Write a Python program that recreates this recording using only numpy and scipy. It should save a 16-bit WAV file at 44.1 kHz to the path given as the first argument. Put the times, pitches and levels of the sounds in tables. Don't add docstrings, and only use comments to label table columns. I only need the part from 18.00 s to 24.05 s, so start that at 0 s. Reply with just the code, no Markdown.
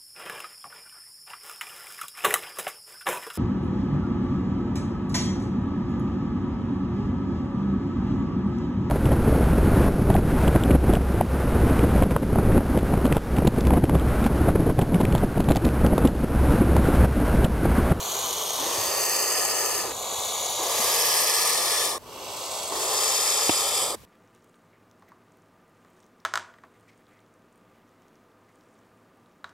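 import sys
import numpy as np
from scipy import signal
from scipy.fft import rfft, irfft, next_fast_len
from scipy.io import wavfile
from scipy.ndimage import map_coordinates

SR = 44100
rng = np.random.default_rng(int(sys.argv[2]) if len(sys.argv) > 2 else 0)


def voltage_ratio(decibels):
    exponent = np.asarray(decibels, float) / 20
    return 10 ** exponent


def bounce(signal):
    frames = np.transpose(np.atleast_2d(signal))
    limited = np.clip(frames, -1, 1)
    pcm = np.round(limited * 32767).astype(np.int16)
    wavfile.write(sys.argv[1], SR, pcm)


N = 266893

# (start [s], end [s], swell to full flow [s], fade at the end [s], beak jet [dB])
REAR_BREATHS = [
    (-.3, 1.136, 0.54, 0.59, -29.5),
    (1.62, 3.286, 0.76, 0.65, -29.5),
    (3.974, 5.33, 0.63, 0.53, -33.5),
]
FRONT_BREATHS = [
    (.585, 1.935, 0.65, 0.28, -24.5),
    (2.586, 3.986, 0.64, 0.21, -22),
    (4.699, 5.962, 0.58, 0.18, -23),
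]
REAR_HABIT = dict(ease=1.37, tire_db_per_s=-2, pipe_db=-33.5, full_db=-27, pipe_power=0.53, shut_throat=0.87)
FRONT_HABIT = dict(ease=0.71, tire_db_per_s=3, pipe_db=-31, full_db=-20, pipe_power=0.24, shut_throat=0.6)
# (turn starts [s], turn ends [s], right ear lag [samples],
# rasp [0-1], throat size [about 1])
TURNS = [
    (.1, .5, -0.56, 0.8, 0.94),
    (2.049, 2.5, 0.15, 0.7, 0.97),
    (4.19, 4.6, -0.86, 0.84, 1.01),
    (1.122, 1.502, 0.94, 0.84, 0.95),
    (3.055, 3.807, 0.81, 0.69, 1),
    (5.2, 5.852, 0.73, 0.7, 0.99),
]
# (pitch [Hz], width [Hz], left [dB], right [dB])
REAR_PIPE = [
    [(424, 106, -1.5, -1), (750, 300, -1.5, 0), (1144, 192, 0.5, -1)],
    [(414, 128, -3.5, -1.5), (730, 450, 0, 0), (1122, 263, 0, -1)],
]
BOWED_PIPE = [
    [(407, 166, 6.2, 5.5), (675, 550, 1.9, 2.3), (1070, 234, 3.8, 4.6)],
    [(486, 240, 2.8, 2.8), (765, 530, 3.4, 3.7), (1084, 366, 1.9, 1.9)],
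]
FRONT_PIPE = [
    [(431, 101, 0.5, 0.1), (786, 1010, -6.5, -5), (1277, 145, -1, -0.4)],
    [(430, 174, -0.5, 0.71), (735, 815, -4.5, -2.2), (1264, 140, -0.2, 0.54)],
]
# (pitch [Hz], width [Hz], left [dB], right [dB])
REAR_POSE_1 = [
    [(1800, 99, -24.5, -4), (2160, 3200, -33, -7), (3520, 1100, -4, 2.5), (4500, 530, -9, 0),
     (5830, 620, -2, -2), (6700, 660, 3.5, 2), (9230, 4300, -5.5, -7), (10100, 490, -12, -30),
     (10930, 503, -14.5, 4.5), (10860, 590, -3.5, 6), (12200, 680, -4, -8), (14160, 3200, -18, -19),
     (15390, 310, -13, -22)],
    [(1810, 70, -36, -25), (2140, 4400, -18, -9), (3420, 600, 0, 4), (4500, 390, -7, -1),
     (5530, 870, -1, -2), (6540, 390, 4, 3.5), (8500, 1200, -2.5, -3), (9770, 370, -9, -33),
     (10590, 830, 1, 2.5), (10620, 960, 2.5, 4), (11800, 620, 2, -3), (12430, 2770, -6.5, -12),
     (15430, 190, -3, -10.5)],
]
REAR_POSE_2 = [
    [(2340, 250, -30, -10), (3130, 730, 4.5, -15), (3280, 1000, 6.5, 2), (4920, 1670, 6.5, 6),
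     (5190, 1430, 7.5, 4), (6860, 540, 4.5, 1), (8080, 270, 8.5, 0), (8220, 370, 4, 1), (9850, 290, -7, -4),
     (10970, 930, -6, -13), (12730, 390, -11, -3), (13600, 860, -6, -14), (15800, 170, -17, -17)],
    [(2240, 190, -11, -13), (3040, 920, 6, -14), (3190, 1050, 8, 1), (4770, 1450, 3.5, 7.5),
     (5140, 1900, 3.5, 5.5), (6850, 700, 4, 2.5), (8130, 650, 8.5, -1.5), (8270, 840, 7, -1.5),
     (9700, 1300, -5, -6), (11300, 1620, -5.5, -22), (12800, 470, -5, -6), (13430, 650, -8, -18),
     (15400, 360, -16, -14)],
]
REAR_POSE_3 = [
    [(2120, 380, -14, -7), (3050, 1500, -13, -2), (3290, 57, -2, 8.5), (4430, 1750, -8, -31),
     (5750, 370, -1.5, -5), (6150, 770, -11, -3), (8400, 420, -5, -7), (9110, 920, -21, -16),
     (10540, 70, -16, -27), (11630, 920, -10, -11), (12980, 1140, -23, -26), (13650, 590, -18, -13),
     (15900, 100, -18, -20)],
    [(2170, 530, -10, -2), (3230, 3000, -13, -3), (3250, 98, -7, 9), (4570, 1600, -3.5, -30),
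     (5700, 390, 1.5, 3.5), (6760, 1700, -3, -0.5), (8300, 300, 4.5, 3), (8700, 600, -13, -8),
     (10440, 70, -11.5, -45), (11010, 1100, -7.5, -11), (12960, 1030, -10.5, -20), (13600, 430, -14, -17),
     (15900, 160, -21.5, -7)],
]
FRONT_POSE_1 = [
    [(1790, 62, -8, 0.5), (3160, 820, -10, -3.5), (3520, 420, -30, -1), (4800, 390, 0, -0.5),
     (5250, 440, -7.5, -3), (6430, 600, 1, -5), (8130, 320, -2, -2.5), (9000, 1800, -10, -16),
     (10660, 430, -4.5, -5.5), (12230, 600, -3.5, -9), (13270, 1050, -2, -3.5), (13420, 1100, -1, -3),
     (15500, 77, -13, -30)],
    [(1777, 40, 1, 8.5), (3230, 430, -17, 1.5), (3370, 180, -26, 2), (4988, 300, -2, 5),
     (5100, 135, -32, 0), (6330, 1000, 3, -7), (8540, 520, 1.5, -2.5), (10100, 1200, -4.5, -7.5),
     (10780, 450, -3, -12), (11100, 770, -0.5, -17), (13170, 1170, 8, -1.5), (13320, 1070, 8.5, -3.5),
     (15500, 120, -2, -42)],
]
FRONT_POSE_2 = [
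    [(1697, 114, -8, -2.5), (3240, 1900, -7.5, -2), (3500, 280, 0.5, -6), (4710, 530, -3, -3.5),
     (5930, 680, 1, -4.5), (6270, 520, 5.5, -20), (7650, 2900, -9.5, -9), (8120, 270, 3.5, -3.5),
     (10400, 760, -2.5, -5), (11500, 600, -1.5, -9), (12400, 750, 0.5, -3.5), (13750, 500, -10, -14),
     (14800, 500, -12, -15), (8900, 300, -10, -6)],
    [(1740, 67, 1.5, 6.5), (2960, 5600, -6, -5), (3620, 270, 8, -6), (4400, 840, -9.5, -2.5),
     (5630, 600, 4, 1.5), (6430, 800, 3.5, -7), (8070, 2000, 5, 0.5), (8200, 650, 9, 1.5),
     (10300, 1000, -4, -2.5), (11460, 400, -3, -10), (12260, 590, -1, -7), (13700, 500, -9, -12),
     (14750, 600, -6, -14), (8700, 220, -2, -2)],
]
FRONT_POSE_3 = [
    [(1720, 76, -7, 0.5), (2230, 820, -2.5, -2), (3500, 1400, -0.5, -7), (5100, 480, 7.5, 5.5),
     (6370, 3300, 2.5, -36), (6370, 420, 11, -28), (7960, 560, -21, 3), (9780, 260, 4, -0.5),
     (10250, 297, -3, 0.5), (11500, 830, -1.5, -17), (12100, 420, -2, -2.5), (14700, 1160, -7, -10),
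     (15000, 1310, -22.5, -30)],
    [(1700, 66, -10, -6), (2370, 1050, -5.5, -4), (3520, 880, 0.5, -3.5), (4920, 360, 3.5, 4),
     (6630, 2500, 0, -10), (6870, 590, 6, -8), (8050, 410, -0.5, 5), (10000, 540, 2, 1),
     (10270, 530, 0.5, 2), (11660, 550, -2.5, -12), (12100, 800, -5, -9), (15100, 630, -8, -14),
     (15270, 590, -15, -19)],
]
# (early pitch [Hz], late pitch [Hz], early width [Hz], late width [Hz], where it is heard)
REAR_DIPS = [
    [(2680, 2660, 200, 260, "both"), (4950, 5050, 220, 120, "both"), (8150, 7550, 190, 190, "sum"),
     (3910, 3960, 320, 420, "difference"), (6120, 5960, 320, 380, "difference"),
     (2810, 2860, 110, 240, "difference"), (10450, 10290, 160, 220, "sum"), (8750, 8750, 220, 200, "sum")],
    [(5120, 5020, 420, 210, "both"), (2760, 2730, 90, 140, "both"), (4060, 3990, 470, 380, "difference"),
     (5910, 5860, 330, 160, "difference"), (2960, 2940, 140, 160, "difference"),
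     (8510, 8560, 110, 210, "sum"), (7900, 7900, 200, 200, "sum"), (14300, 14300, 400, 400, "sum")],
    [(10620, 10540, 210, 230, "both"), (12250, 12040, 210, 210, "sum"), (13310, 13320, 220, 220, "sum"),
     (6650, 6650, 200, 200, "sum"), (7600, 7600, 200, 200, "sum"), (3110, 3090, 140, 170, "sum"),
     (6030, 5950, 110, 190, "sum"), (4250, 4230, 550, 550, "difference"), (14310, 14290, 240, 240, "sum")],
]
FRONT_DIPS = [
    [(3700, 3650, 420, 220, "sum"), (3935, 3945, 140, 90, "both"), (3300, 3210, 110, 50, "left"),
     (3360, 3610, 150, 160, "right"), (5400, 5330, 60, 400, "sum"), (5810, 5890, 140, 280, "right"),
     (4140, 4210, 470, 420, "difference"), (2965, 2955, 170, 90, "difference"),
     (9650, 8830, 240, 230, "sum"), (14200, 14300, 400, 500, "sum"), (6900, 7050, 140, 330, "sum")],
    [(3945, 3995, 70, 110, "sum"), (3120, 3200, 50, 120, "sum"), (12940, 12950, 290, 190, "sum"),
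     (11010, 11620, 220, 70, "sum"), (9260, 9240, 110, 160, "sum"), (2740, 2710, 200, 200, "difference"),
     (4160, 4120, 240, 90, "difference"), (6060, 6140, 35, 90, "sum"), (3560, 3540, 110, 45, "sum")],
    [(1500, 1510, 120, 160, "both"), (2875, 2790, 210, 260, "sum"), (3885, 3880, 260, 110, "sum"),
     (4120, 4165, 35, 260, "sum"), (8610, 8950, 310, 170, "sum"), (10740, 11250, 240, 220, "sum"),
     (6220, 6290, 160, 80, "sum"), (4390, 4600, 430, 210, "difference"), (13040, 13120, 170, 170, "sum"),
     (6760, 6510, 220, 220, "right")],
]
# (pitch [Hz], time to fall 60 dB [s])
BARN = [(300, 0.021), (2000, 0.061), (10000, 0.083)]
# (pitch [Hz], level per Hz [dB])
RUMBLE = [(13, -45), (22, -19), (64, 0), (119, -0.5), (205, -4), (260, -1), (340, -43), (570, -120)]
# (pitch [Hz], level per Hz [dB])
AIR = [(180, -53), (300, -14), (744, -14.5), (892, -12), (1140, -14), (1280, -18.5), (12500, -25.5),
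       (15500, -26)]
# (time [s], peak [dB], ring pitch [Hz], time to fall 60 dB [s])
KNOCKS = [(.505, -25, 750, .03), (.61, -30, 500, .02), (.70, -38, 260, .05), (0.781, -36.5, 101, .15),
          (2.125, -28, 450, .02), (2.796, -31.5, 230, 0.063), (5.495, -13.5, 313, 0.032),
          (5.495, -30, 110, .06), (5.495, -11, 800, 0.005), (5.4947, -15, 2600, .009),
          (5.499, -21, 2300, .008), (5.4981, -17, 800, .02), (5.4994, -22, 1000, 0.015),
          (6.034, -46, 480, .04)]

PIPE_TOP_HZ = 1500
PIPE_SAG = 0.36
SPUTTER_DB = 8
DULL_GRAIN, BRIGHT_GRAIN, GRAIN_SPLIT_HZ = 0.57, 1.24, 7500
PIPE_ECHO_DB, STRAW_DB = -11, -9
TREMBLE_HZ, TREMBLE_FILL = 3.1, .07
RUMBLE_DB, RECEDING_DB, RECEDES_S = -55, 4, 0.95
MIC_DIP_HZ, MIC_DIP_WIDTH_HZ, TOP_HZ = 15150, 300, 15790


def unit(x):
    return x / np.sqrt(np.mean(x ** 2) + 1e-20)


def along(points, hz):
    f, v = np.transpose(points)
    return np.interp(np.log(hz + 1), np.log(f + 1), v)


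def wobble(rate, size):
    points = rng.standard_normal(int(size * rate / SR) + 4)
    return map_coordinates(points, [np.arange(size) * rate / SR])


def breath(row, ease, tire_db_per_s, pipe_db, full_db, pipe_power, shut_throat):
    start, end, swell_s, fade_s, jet_db = row
    s = np.arange(max(start, 0), end, 1 / 200)
    swell_and_fade = np.clip([(s - start) / swell_s, (s[-1] - s) / fade_s], 0, 1)
    flow = np.sin(np.pi / 2 * swell_and_fade).prod(0) ** ease
    tiring_db = tire_db_per_s * np.clip(s - start - swell_s, 0, None)
    jet_db = jet_db + 20 * np.log10(flow + 1e-4) - tiring_db
    windpipe_db = pipe_db + pipe_power * (jet_db - full_db)
    opening = shut_throat + (1 - shut_throat) * np.sqrt(flow)
    return np.transpose([s, windpipe_db, jet_db, opening])


def flutter(size, slow_db, fast_db, grain_db):
    surges = slow_db * wobble(11.96, size)
    eddies = fast_db * wobble(119.2, size)
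    grain = grain_db * np.clip(wobble(2500, size), -2.6, 2.6)
    return voltage_ratio(surges + eddies + grain)


def close_walls(x, wall_db, t60):
    t = np.arange(SR // 60) / SR
    sway = np.linspace(0, np.pi / 2, x.shape[1])
    echo = rng.standard_normal((2, 2, len(t))) * voltage_ratio(-60 * t / t60) * (t > .0005)
    echo *= voltage_ratio(wall_db) / np.linalg.norm(echo, axis=2, keepdims=True)
    before, after = signal.fftconvolve(x[None], echo, axes=2)[..., :x.shape[1]]
    return x + np.cos(sway) * before + np.sin(sway) * after


def resonance(f, pitch, width):
    return 1j * f * width / (pitch * pitch - f * f + 1j * f * width)


def cancelled(pair, f, t, turn, dips):
    keep = dict.fromkeys(["both", "left", "right", "sum", "difference"], 1)
    for early_hz, late_hz, early_width_hz, late_width_hz, where in dips:
        pitch = early_hz + (late_hz - early_hz) * turn
        width = early_width_hz + (late_width_hz - early_width_hz) * turn
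        depth = .99 - TREMBLE_FILL * np.sin(np.pi * TREMBLE_HZ * t + early_hz) ** 2
        keep[where] = keep[where] * (1 - depth * resonance(f, pitch, width))
    left = pair[0] * keep["left"] * keep["both"]
    right = pair[1] * keep["right"] * keep["both"]
    alike = (left + right) / 2 * keep["sum"]
    opposite = (left - right) / 2 * keep["difference"]
    return np.array([alike + opposite, alike - opposite])


def hiss(breath_curve, poses, dips, turn_s, right_lag, rasp, throat_size):
    s, pipe_db, jet_db, opening = np.transpose(breath_curve)
    start = round(s[0] * SR)
    size = min(round(s[-1] * SR), N) - start
    seconds = s[0] + np.arange(size) / SR
    out = np.zeros((2, N))
    shut = 1 - np.interp(seconds, s, opening)
    air = rng.standard_normal(size) * voltage_ratio(SPUTTER_DB * shut * wobble(170, size))

    frames = dict(nperseg=1024, noverlap=672)
    f = np.fft.rfftfreq(1024, 1 / SR)[:, None]
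    t = s[0] + signal.stft(air, SR, **frames)[1]
    turn = np.interp(t, turn_s, [0, 1])
    throat = np.clip(throat_size * np.interp(t, s, opening), .4, 1.2)
    early, late = np.array(poses, float)[..., None]
    modes = early + (late - early) * turn
    modes[0, 0] *= throat
    modes[1:3, 0] *= throat ** PIPE_SAG
    modes[3, 2:] += 40 * np.log10(throat)

    beak = 1 / np.sqrt(1 + (345 * throat / (f + 1)) ** 8)
    lags = np.array([0, right_lag])[:, None, None]
    path = beak * np.exp(-2j * np.pi * f * lags / SR)
    windpipe = (pipe_db, True, 0.31 * rasp, PIPE_ECHO_DB)
    beak_jet = (jet_db, False, rasp, STRAW_DB)
    for level_db, in_pipe, rough, wall_db in (windpipe, beak_jet):
        tract = np.zeros((2, len(f), len(t)), np.complex64)
        for k, (pitch, width, *ears_db) in enumerate(modes):
            if (pitch[0] < PIPE_TOP_HZ) == in_pipe:
                tract += (-1) ** k * voltage_ratio(ears_db)[:, None] * resonance(f, pitch, width)
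        tract *= path / np.linalg.norm((tract * path).mean(0), axis=0)

        gain = flutter(size, 0.32 * rough, 0.5 * rough, 3.12 * rough)
        dull, bright = unit(air * gain ** DULL_GRAIN), unit(air * gain ** BRIGHT_GRAIN)
        body_filter = signal.butter(2, GRAIN_SPLIT_HZ, fs=SR, output="sos")
        stream = bright + signal.sosfilt(body_filter, dull - bright)
        echoed = close_walls(np.array([stream, stream]), wall_db, t60=0.023)
        voiced = signal.stft(echoed, **{"fs": SR}, **frames)[2] * tract
        pair = signal.istft(cancelled(voiced, f, t, turn, dips), SR, **frames)[1][:, :size]
        out[:, start:start + size] += unit(pair) * voltage_ratio(np.interp(seconds, s, level_db))
    return out


def chicks():
    breaths = [breath(row, **REAR_HABIT) for row in REAR_BREATHS]
    breaths += [breath(row, **FRONT_HABIT) for row in FRONT_BREATHS]
    pipes = [REAR_PIPE, REAR_PIPE, BOWED_PIPE, FRONT_PIPE, FRONT_PIPE, FRONT_PIPE]
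    beaks = [REAR_POSE_1, REAR_POSE_2, REAR_POSE_3, FRONT_POSE_1, FRONT_POSE_2, FRONT_POSE_3]
    dip_lists = [*REAR_DIPS, *FRONT_DIPS]
    both_birds = np.zeros((2, N))
    for curve, pipe, beak, dips, turn in zip(breaths, pipes, beaks, dip_lists, TURNS):
        poses = np.concatenate([pipe, beak], axis=1)
        both_birds += hiss(curve, poses, dips, turn[:2], *turn[2:])
    return both_birds


def barn(x):
    hz, t, z = signal.stft(rng.standard_normal((2, SR // 2)), SR, nperseg=256)
    tail = signal.istft(z * voltage_ratio(-60 * t / along(BARN, hz)[:, None]), SR, nperseg=256)[1]
    tail = tail / np.linalg.norm(tail[0])
    return signal.fftconvolve(x.mean(0)[None], tail, axes=1)[:, :N]


def coloured(spectrum, alike):
    m = next_fast_len(N + 8192)
    gain = voltage_ratio(along(spectrum, np.fft.rfftfreq(m, 1 / SR)))
    a, b = irfft(rfft(rng.standard_normal((2, m))) * gain, m)[:, :N]
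    spread = np.arccos(np.clip(alike, -1, 1)) / 2
    middle, side = np.cos(spread) * a, np.sin(spread) * b
    return unit(np.array([middle + side, middle - side]))


def background():
    receding_db = RECEDING_DB * np.exp(-np.arange(N) / SR / RECEDES_S)
    rumble_db = RUMBLE_DB + receding_db + wobble(5.4, N)
    rumble = voltage_ratio(rumble_db) * coloured(RUMBLE, alike=.68)
    return rumble + voltage_ratio(-53.5) * coloured(AIR, alike=0.54)


def knocks():
    both, shell = np.zeros(N + SR), np.zeros(N + SR)
    lead = SR // 500
    t = np.arange(-lead, SR // 5) / SR
    for s, db, hz, t60 in KNOCKS:
        pull = -.95 * (min(hz, 900) / 900) * np.exp(-((t + .0003) / .0002) ** 2)
        ring = np.sin(2 * np.pi * hz * t) * voltage_ratio(-60 * t / t60) * (t > 0)
        rattle = rng.standard_normal(len(t)) * voltage_ratio(-60 * t / .03) * (t > -.0008)
        rattle *= hz > 150
        first = round(s * SR) - lead
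        both[first:][:len(t)] += voltage_ratio(db) * (pull + ring)
        shell[first:][:len(t)] += voltage_ratio(db - 2) * rattle
    both = signal.sosfilt(signal.butter(2, 60, "high", fs=SR, output="sos"), both[:N])
    shell = signal.sosfilt(signal.butter(2, [300, 3000], "band", fs=SR, output="sos"), shell[:N])
    return np.array([.7 * both + shell, 1.3 * both - .5 * shell])


def scene():
    near = chicks() + knocks()
    return near + voltage_ratio(-24) * barn(near) + background()


def roll_off(x):
    return signal.sosfilt(signal.butter(12, 16110, fs=SR, output="sos"), x)


def record(dry):
    m = next_fast_len(N + 8192)
    f = np.fft.rfftfreq(m, 1 / SR)
    port = 1 - .9 / (1 + (2 * (f - MIC_DIP_HZ) / MIC_DIP_WIDTH_HZ) ** 2)
    heard = irfft(rfft(dry, m) * port * (f < TOP_HZ), m)[:, :N]
    return roll_off(heard)


dry = scene()
out = record(dry)
bounce(out)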